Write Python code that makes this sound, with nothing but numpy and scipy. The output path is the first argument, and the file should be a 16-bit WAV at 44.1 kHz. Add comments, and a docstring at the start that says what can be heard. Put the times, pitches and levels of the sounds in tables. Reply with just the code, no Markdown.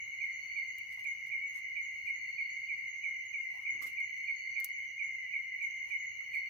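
"""Night in a forest. From the start, over a low rumble, far insects chirp and trill by scraping their wings.
A high cricket joins them, a buzzer swells every two seconds, and a near cricket chirps about three times
a second, each chirp falling in pitch. Soon hands tick on a bamboo tube, rustle a leaf and knock the tube.
Past halfway, cooked food slides out of the tube and flops onto the leaf. Then a second high cricket
answers briefly, the sharpest tick snaps, and the insects sing on."""
import sys
import numpy as np
from scipy import signal
from scipy.fft import rfft, irfft, next_fast_len
from scipy.io import wavfile
from scipy.ndimage import map_coordinates

SR = 44100
rng = np.random.default_rng(int(sys.argv[2]) if len(sys.argv) > 2 else 0)


def persist_wave(psi):
    """Save psi, clipped to +-1, as 16-bit WAV."""
    counts = np.round(np.clip(psi, -1, 1) * 32767).astype(np.int16)
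    wavfile.write(sys.argv[1], SR, np.atleast_2d(counts).T)


N = 286209
TIME = np.arange(N) / SR


def amp(db):
    """Turn decibels into a number to multiply a sound by."""
    return 10 ** (np.asarray(db) / 20)


def unit(x):
    """Scale a sound to an average strength (rms) of 1."""
    return x / np.sqrt(np.mean(x ** 2) + 1e-20)


def along(points, hz):
    """Read between (pitch_hz, value) points on a logarithmic pitch scale."""
    pitches, values = np.transpose(points)
    return np.interp(np.log(hz + 1), np.log(pitches + 1), values)


def curve(rows):
    """Join (time_s, value) points with straight lines."""
    return np.interp(TIME, *np.transpose(rows))


def wobble(rate):
    """A smooth random curve through rate points a second."""
    return map_coordinates(rng.standard_normal(int(N * rate / SR) + 4), [TIME * rate])


def humps(rows):
    """Bell-shaped swells, one for each (peak_s, width_s, level_db) row."""
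    return sum(amp(db) * np.exp(-.5 * ((TIME - s) / width) ** 2) for s, width, db in rows)


def gesture(start_s, attack_s, hold_s, fade_s):
    """A loudness curve that rises until start_s, holds, then drops 60 dB every fade_s."""
    rise = np.exp(np.minimum(TIME - start_s, 0) / attack_s)
    return rise * amp(-60 * np.maximum(TIME - start_s - hold_s, 0) / fade_s)


def beats(first_s, gap_s, count):
    """Evenly spaced times."""
    return first_s + gap_s * np.arange(count)


def filtered(x, response):
    """Multiply each frequency in a sound by response(hz)."""
    size = next_fast_len(N + SR // 2)
    return irfft(rfft(x, size) * response(np.fft.rfftfreq(size, 1 / SR)), size)[..., :N]


def noise(spectrum):
    """Two unrelated noises, shaped by (pitch_hz, level_db) points, at strength 1."""
    return unit(filtered(rng.standard_normal((2, N)), lambda hz: amp(along(spectrum, hz))))


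def tone(hz):
    """A pure tone of strength 1 that follows a pitch curve."""
    return np.sqrt(2) * np.sin(2 * np.pi * np.cumsum(hz) / SR)


def add(track, start_s, sound):
    """Mix a sound into a track at the given time."""
    start = round(start_s * SR)
    part = sound[..., max(-start, 0):max(N - start, 0)]
    track[..., max(start, 0):max(start, 0) + part.shape[-1]] += part


def panned(x, pan_db):
    """Make the left side pan_db louder than the right."""
    return x * amp([[pan_db / 2], [-pan_db / 2]])


def night_air(level_db=-72, flutter_db=.6):
    """A low rumble, alike in both ears, and a faint fluttering hiss."""
    # tone colour of the air: pitch_hz, level_db
    colour = [(20, -19.5), (40, -5), (75, 2.5), (120, 2), (250, -10), (500, -12), (1300, -11.5),
              (3500, -20), (5200, -23.5), (8500, -37.5), (10500, -24), (13000, -19.5), (15500, -14.5),
              (16000, -23)]
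    # how alike the two ears are: pitch_hz, likeness (1 is the same)
    likeness = [(60, 0.98), (250, 0), (1000, 0), (12000, 0.027)]
    # slow drift in loudness: time_s, change_db
    drift = [(0, 2.5), (5.2, -0.94), (6.4, 2)]
    angle = lambda hz: np.arccos(np.clip(along(likeness, hz), -1, 1)) / 2
    shared, side = filtered(noise(colour), lambda hz: np.array([np.cos(angle(hz)), np.sin(angle(hz))]))
    loudness = amp(level_db + curve(drift) + flutter_db * wobble(20))
    return loudness * unit(np.array([shared + side, shared - side]))


def insect_wash(level_db=-66.5):
    """The farthest insects merge into one steady hiss."""
    # tone colour of the hiss: pitch_hz, level_db
    colour = [(1200, -41), (1700, -19.5), (1900, -7), (2150, 2.5), (2450, -1.5), (2600, -11.5), (2850, -5),
              (3050, -11.5), (3250, -30), (4000, -49)]
    return amp(level_db) * noise(colour)


def trees():
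    """The stereo echo of one click bouncing among the trunks."""
    # time the echo takes to drop 60 dB: pitch_hz, fade_s
    fades = [(500, 0.24), (2200, 0.93), (6500, 0.99), (14000, 0.16)]
    hz, t, spectrum = signal.stft(rng.standard_normal((2, int(SR * .6))), SR, nperseg=256)
    fade_s = along(fades, hz)[:, None]
    echo = signal.istft(spectrum * amp(-60 * t / fade_s) / np.sqrt(fade_s), SR, nperseg=256)[1]
    return echo / np.linalg.norm(echo[0])


def distant(song):
    """An endless song heard only through the trees, at strength 1."""
    looped = song * signal.windows.tukey(N, .003)
    return unit(irfft(rfft(looped, N) * rfft(trees(), N), N))


def scattered(call):
    """The forest's echo of a call, with as much energy as the call."""
    echo = signal.fftconvolve(call[None], trees(), axes=1)
    return echo * np.linalg.norm(call) / np.linalg.norm(echo[0])


def stroke(end_hz, glide_hz, settle_s, length_s, rise_s, fall_s):
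    """One wing scrapes the other's teeth; as its speed settles, the pitch glides to end_hz."""
    t = np.arange(int(length_s * SR)) / SR
    fade_in = np.sin(np.pi / 2 * np.minimum(t / rise_s, 1))
    fade_out = np.sin(np.pi / 2 * np.minimum((length_s - t) / fall_s, 1))
    glide = glide_hz * np.exp(-(t / settle_s) ** 1.6)
    return (fade_in * fade_out) ** 2 * tone(end_hz + glide)


def cricket_group(pitch_hz, spread_hz, glide_hz, level_db, count):
    """Far crickets, each with its own pitch and pace."""
    out = np.zeros((2, N))
    for end_hz in pitch_hz + spread_hz * np.linspace(-1, 1, count):
        song = np.zeros(N)
        gap_s = rng.uniform(.24, .36)
        for s in np.arange(-rng.uniform(0, gap_s), N / SR, gap_s):
            start_s = s + rng.normal(0, .02)
            hz = end_hz + rng.normal(0, 3.85)
            chirp = stroke(hz, glide_hz, settle_s=.02402, length_s=.075, rise_s=.019, fall_s=.023)
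            add(song, start_s, chirp)
        out += distant(song)
    return amp(level_db) * unit(out)


def far_chorus():
    """Three groups of far crickets: two drift in loudness together, one stays steady."""
    # gain of the two drifting groups: time_s, gain_db
    drift = [(0, -48.5), (.95, -51.3), (1.7, -50), (4.1, -49), (5.7, -49.5), (6.15, -51.5), (6.49, -47)]
    drifting = cricket_group(pitch_hz=2083, spread_hz=81.7, glide_hz=229.4, level_db=7, count=10)
    drifting += cricket_group(pitch_hz=1953, spread_hz=65, glide_hz=176, level_db=-12.5, count=6)
    steady = cricket_group(pitch_hz=2111, spread_hz=7.66, glide_hz=160.7, level_db=-49, count=3)
    return drifting * amp(curve(drift)) + steady


def trill(pitch_hz, spread_hz, sweep_hz, per_s, level_db, count):
    """Far insects make quick, even wing strokes, each sweeping down in pitch."""
    out = np.zeros((2, N))
    for _ in range(count):
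        pace = per_s * (1 + .03 * wobble(2))
        cycle = (np.cumsum(pace) / SR + rng.random()) % 1  # runs from 0 to 1 in each stroke
        pitch = pitch_hz + spread_hz * wobble(40) + sweep_hz * (.5 - cycle)
        song = unit(np.sin(np.pi * cycle) ** 4 * tone(pitch))
        out += distant(song) + .23 * song
    return amp(level_db) * unit(out)


def far_trills():
    """Five pairs of trilling insects; the highest pair grows louder in regular bouts."""
    bouts = 1 + humps([(s, .17, 2.5) for s in beats(first_s=.43, gap_s=2.72, count=3)])
    out = trill(pitch_hz=2875, spread_hz=45, sweep_hz=411, per_s=15, level_db=-61, count=2)
    out += trill(pitch_hz=2861, spread_hz=55, sweep_hz=420, per_s=10, level_db=-63, count=2)
    out += bouts * trill(pitch_hz=6236, spread_hz=70, sweep_hz=401, per_s=9.1, level_db=-71.5, count=2)
    out += trill(pitch_hz=5974, spread_hz=170, sweep_hz=590, per_s=33, level_db=-75, count=2)
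    out += trill(pitch_hz=4374, spread_hz=180, sweep_hz=726, per_s=51, level_db=-76.5, count=2)
    return out


def high_cricket(starts, pitch_hz, level_db, echo_db=-1, pan_db=-1, rasp=.7):
    """Short, raspy, rising chirps, blurred by near leaves and trailing off among the trees."""
    song = np.zeros(N)
    for start_s in starts:
        hz = pitch_hz + rng.normal(0, 15)
        chirp = stroke(hz, glide_hz=-200, settle_s=.022, length_s=.082, rise_s=.005, fall_s=.045)
        add(song, start_s, chirp)
    song = amp(level_db) * song * (1 + rasp * wobble(520))  # uneven wing teeth roughen the tone
    t = np.arange(SR // 20) / SR
    leaves = rng.standard_normal((2, len(t))) * amp(-60 * t / .033)
    out = np.std(song) * unit(signal.fftconvolve(song[None], leaves, axes=1)[:, :N])
    add(out, .006, amp(echo_db) * scattered(song))
    return panned(out, pan_db)


def high_pair():
    """One high cricket chirps throughout; a slightly lower one answers three times in its gaps."""
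    # the first cricket's chirps: start_s
    starts = [0.0, 0.32, 0.672, 1.063, 1.465, 1.808, 2.136, 2.49, 2.874, 3.248, 3.698, 4.024, 4.355, 4.716,
              5.024, 5.62, 5.98, 6.06]
    caller = high_cricket(starts, pitch_hz=6480, level_db=-62)
    answer = high_cricket(beats(first_s=4.15, gap_s=.36, count=3), pitch_hz=6330, level_db=-65)
    return caller + answer


def buzzer(ring_hz=4425, climb_hz_per_s=330, width_hz=150, level_db=-61, echo_db=-10, pan_db=-4):
    """A fast, wavering buzz climbs in pitch and swells as it crosses the note the wing rings at."""
    # tops of the swells: peak_s
    peaks = [.53, 2.41, 4.44, 6.53]
    song = np.zeros(N)
    for peak_s in peaks:
        t = TIME - peak_s
        strong_middle = .5 * np.exp(-.5 * (t / .15) ** 2)
        long_run = .45 * np.exp(-.5 * ((t + .12) / .55) ** 2)
        pulses = 1 + .45 * np.sin(2 * np.pi * 55 * TIME + .7 * wobble(8))
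        pitch = ring_hz + climb_hz_per_s * np.clip(t, -.45, .6) + 36 * wobble(120)
        song += amp(level_db) * (strong_middle + long_run) * pulses * tone(pitch)
    wing = filtered(song, lambda hz: 1 / (1 + 2j * (hz - ring_hz) / width_hz))
    direct = wing * (.59 + .25 * np.array([wobble(60), wobble(60)]))  # flickers in each ear
    return panned(direct + amp(echo_db) * scattered(wing)[:, :N], pan_db)


def near_cricket(pitch_hz=2138, level_db=-38.1, echo_db=-8, lead_s=.005, pan_db=1.5):
    """Falling chirps arrive by a few paths, followed by the forest's echo."""
    # the chirps: start_s
    starts = [0.204, 0.556, 1.047, 1.313, 1.758, 2.067, 2.377, 2.688, 3.033, 3.334, 3.657, 3.97, 4.273,
              4.556, 4.989, 5.329, 5.607, 5.905, 6.334]
    # paths, straight and off the ground and trunks: delay_s, left_db, right_db
    paths = [(0, -10, 5), (.0068, -5.5, -14.5), (.015, -6.5, -17.5), (.023, -3, -18.5), (.031, -8.5, -16.5),
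             (.05, -17, -11.5), (.115, -14.5, -17)]
    out = np.zeros((2, N))
    for start_s in starts:
        hz = pitch_hz + rng.normal(0, 4)
        chirp = stroke(hz, glide_hz=325, settle_s=.024, length_s=.076, rise_s=.019, fall_s=.022)
        chirp *= amp(level_db + rng.normal(0, .2))
        for delay_s, left_db, right_db in paths:
            arrival_s = start_s - lead_s + delay_s + rng.normal(0, .00007)
            add(out, arrival_s, amp([[left_db], [right_db]]) * chirp)
        add(out, start_s + .01, amp(echo_db) * scattered(chirp))
    return panned(out, pan_db)


def bamboo_ticks(snap_db=2, early_db=-15, early_fade_s=.019, late_db=-26, late_fade_s=.064):
    """Bamboo and fingers make sharp snaps that bounce briefly off the ground and nearby things."""
    # the snaps: start_s, level_db (before colouring), pan_db (plus is left)
    snaps = [(0.7835, -36.5, 6), (1.2705, -58, -2), (1.4133, -56.5, 10.5), (1.497, -52.5, 10),
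             (3.442, -56, -8.5), (3.8234, -43, -3), (3.8355, -40.5, 0), (3.8811, -42, 3),
             (4.0038, -55.5, -6), (4.2502, -56, 9), (4.6003, -30.5, -7), (4.6444, -16.5, 2),
             (4.785, -55.5, 11.5), (6.351, -45.5, -2)]
    # tone colour of a snap: pitch_hz, gain_db
    colour = [(300, -28.5), (1500, -18.5), (3500, -12), (6500, -4), (9000, -5), (12000, 4.5), (14000, 3.5),
              (15500, 2.5), (17000, -11)]
    out = np.zeros((2, N))
    t = np.arange(SR // 10) / SR
    fade = amp(early_db - 60 * t / early_fade_s) + amp(late_db - 60 * t / late_fade_s)
    for start_s, level_db, pan_db in snaps:
        tick = fade * rng.standard_normal((2, len(t)))
        tick[:, 0] += amp(snap_db)
        add(out, start_s + .00077, panned(amp(level_db) * tick, pan_db))
    return filtered(out, lambda hz: amp(along(colour, hz)))


def crackle(per_s, spread_db, rubbing, lumps_db=2.5):
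    """Tiny snaps of leaf and moist food, in uneven clumps over a soft rubbing, at strength 1."""
    # tone colour of the crackle: pitch_hz, level_db
    colour = [(200, -4.5), (1200, 0.5), (3500, 0.5), (7500, 0), (10000, -0.5), (13000, 1.5), (15500, 2),
              (16200, -13)]
    hits = rng.random(N) < per_s / SR
    snaps = hits * amp(spread_db * rng.standard_normal(N).clip(-2.5, 2.5))
    decay = np.exp(-1 / (.0004 * SR))  # gives each snap a very short tail
    bursts = np.sqrt(signal.lfilter([1], [1, -decay], snaps ** 2))
    return unit((unit(bursts) + rubbing) * amp(lumps_db * wobble(90)) * noise(colour))


def leaf_rustles(gain_db=1.65, pan_db=2):
    """Each touch of the hand on leaf and food is a brief swell of crackle."""
    # the touches: peak_s, width_s, level_db (before gain_db)
    touches = [(.92, .02, -71), (1.02, .07, -70.5), (1.28, .012, -69), (1.565, .027, -68), (2.08, .03, -74),
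               (4.65, .035, -67.5), (5.64, .018, -73), (5.9, .045, -72.5), (6.36, .023, -66)]
    grain = crackle(per_s=520, spread_db=4.5, rubbing=.65)
    return panned(amp(gain_db) * humps(touches) * grain, pan_db)


def tube_knocks(gain_db=-8, fade_s=.16, attack_s=.005, sharpness=12):
    """The air inside the bamboo rings briefly at each knock."""
    # hollow knocks: start_s, level_db (before gain_db), pitch_hz
    knocks = [(0.972, -52, 942), (1.57, -58.5, 1200), (3.814, -43.5, 1190), (4.591, -47, 1710),
              (5.872, -55, 905), (6.205, -56, 1290)]
    out = np.zeros((2, N))
    t = np.arange(SR // 4) / SR
    shape = (1 - np.exp(-t / attack_s)) * amp(-60 * t / fade_s)
    for start_s, level_db, pitch_hz in knocks:
        ring = signal.lfilter(*signal.iirpeak(pitch_hz, sharpness, SR), rng.standard_normal((2, len(t))))
        add(out, start_s, amp(level_db + gain_db) * shape * unit(ring))
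    return out


def neighbour_crickets(echo_db=-4):
    """Now and then another cricket stands out of the chorus."""
    # single chirps: start_s, end_pitch_hz, level_db
    calls = [(1.405, 2222, -36.5), (1.62, 2027, -45.5), (5.21, 2012, -46), (5.5, 2010, -44),
             (6.0, 2008, -48)]
    out = np.zeros((2, N))
    for start_s, end_hz, level_db in calls:
        chirp = stroke(end_hz, glide_hz=70.1, settle_s=.02, length_s=.07, rise_s=.03, fall_s=.018)
        chirp *= amp(level_db)
        add(out, start_s, chirp)
        add(out, start_s, amp(echo_db) * scattered(chirp))
    return out


def food_slide(middle_s=3.575, width_s=.064, middle_hz=905, climb_hz_per_s=4000,
               hollow_db=-70.5, scrape_db=-72):
    """Food scrapes down the tube in uneven gulps, and the air inside sounds a rising note."""
    push = np.exp(-.5 * ((TIME - middle_s) / (1.3 * width_s)) ** 4)
    note = tone(middle_hz + climb_hz_per_s * (TIME - middle_s))
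    rough_note = note * np.array([wobble(420), wobble(420)])
    gulps = amp(wobble(45))
    gurgle = amp(hollow_db) * push * unit(rough_note * gulps)
    scrape = humps([(middle_s + .01, width_s, scrape_db)]) * crackle(per_s=600, spread_db=3.5, rubbing=.7)
    return gurgle + scrape


def food_landing(touch_s=3.7, flop_s=3.823, touch_db=-67.5, thud_db=-64.5,
                 squelch_db=-55.5, settle_db=-77):
    """The lump touches the leaf, flops down with a thud and a wet squelch, then ticks as it settles."""
    # tone colour of the soft thud: pitch_hz, level_db
    colour = [(25, -7), (70, 0), (150, -5), (350, -6), (700, -19.5), (1500, -14.5), (4000, -56.5)]
    touch = gesture(touch_s, attack_s=.01, hold_s=flop_s - touch_s, fade_s=.13)
    flop = gesture(flop_s, attack_s=.01, hold_s=.055, fade_s=.13)
    settle = gesture(flop_s, attack_s=.054, hold_s=.23, fade_s=1.4)
    lumpy_noise = unit(amp(3.5 * wobble(70)) * noise(colour))
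    thud = (amp(touch_db) * touch + amp(thud_db) * flop) * lumpy_noise
    squelch = amp(squelch_db) * flop * crackle(per_s=1200, spread_db=3.5, rubbing=.6)
    faint_ticks = amp(settle_db) * settle * crackle(per_s=66, spread_db=5.5, rubbing=.3)
    return thud + panned(squelch + faint_ticks, pan_db=1)


def scene():
    """Insects all around, the meal in front."""
    insects = far_chorus() + far_trills() + high_pair()
    insects += near_cricket() + neighbour_crickets() + buzzer() + insect_wash()
    meal = bamboo_ticks() + leaf_rustles() + tube_knocks() + food_slide() + food_landing()
    return insects + meal + night_air()


def record(dry, top_hz=16500):
    """Cut away the very highest treble."""
    return filtered(dry, lambda hz: hz < top_hz)


dry = scene()
out = record(dry)
persist_wave(out)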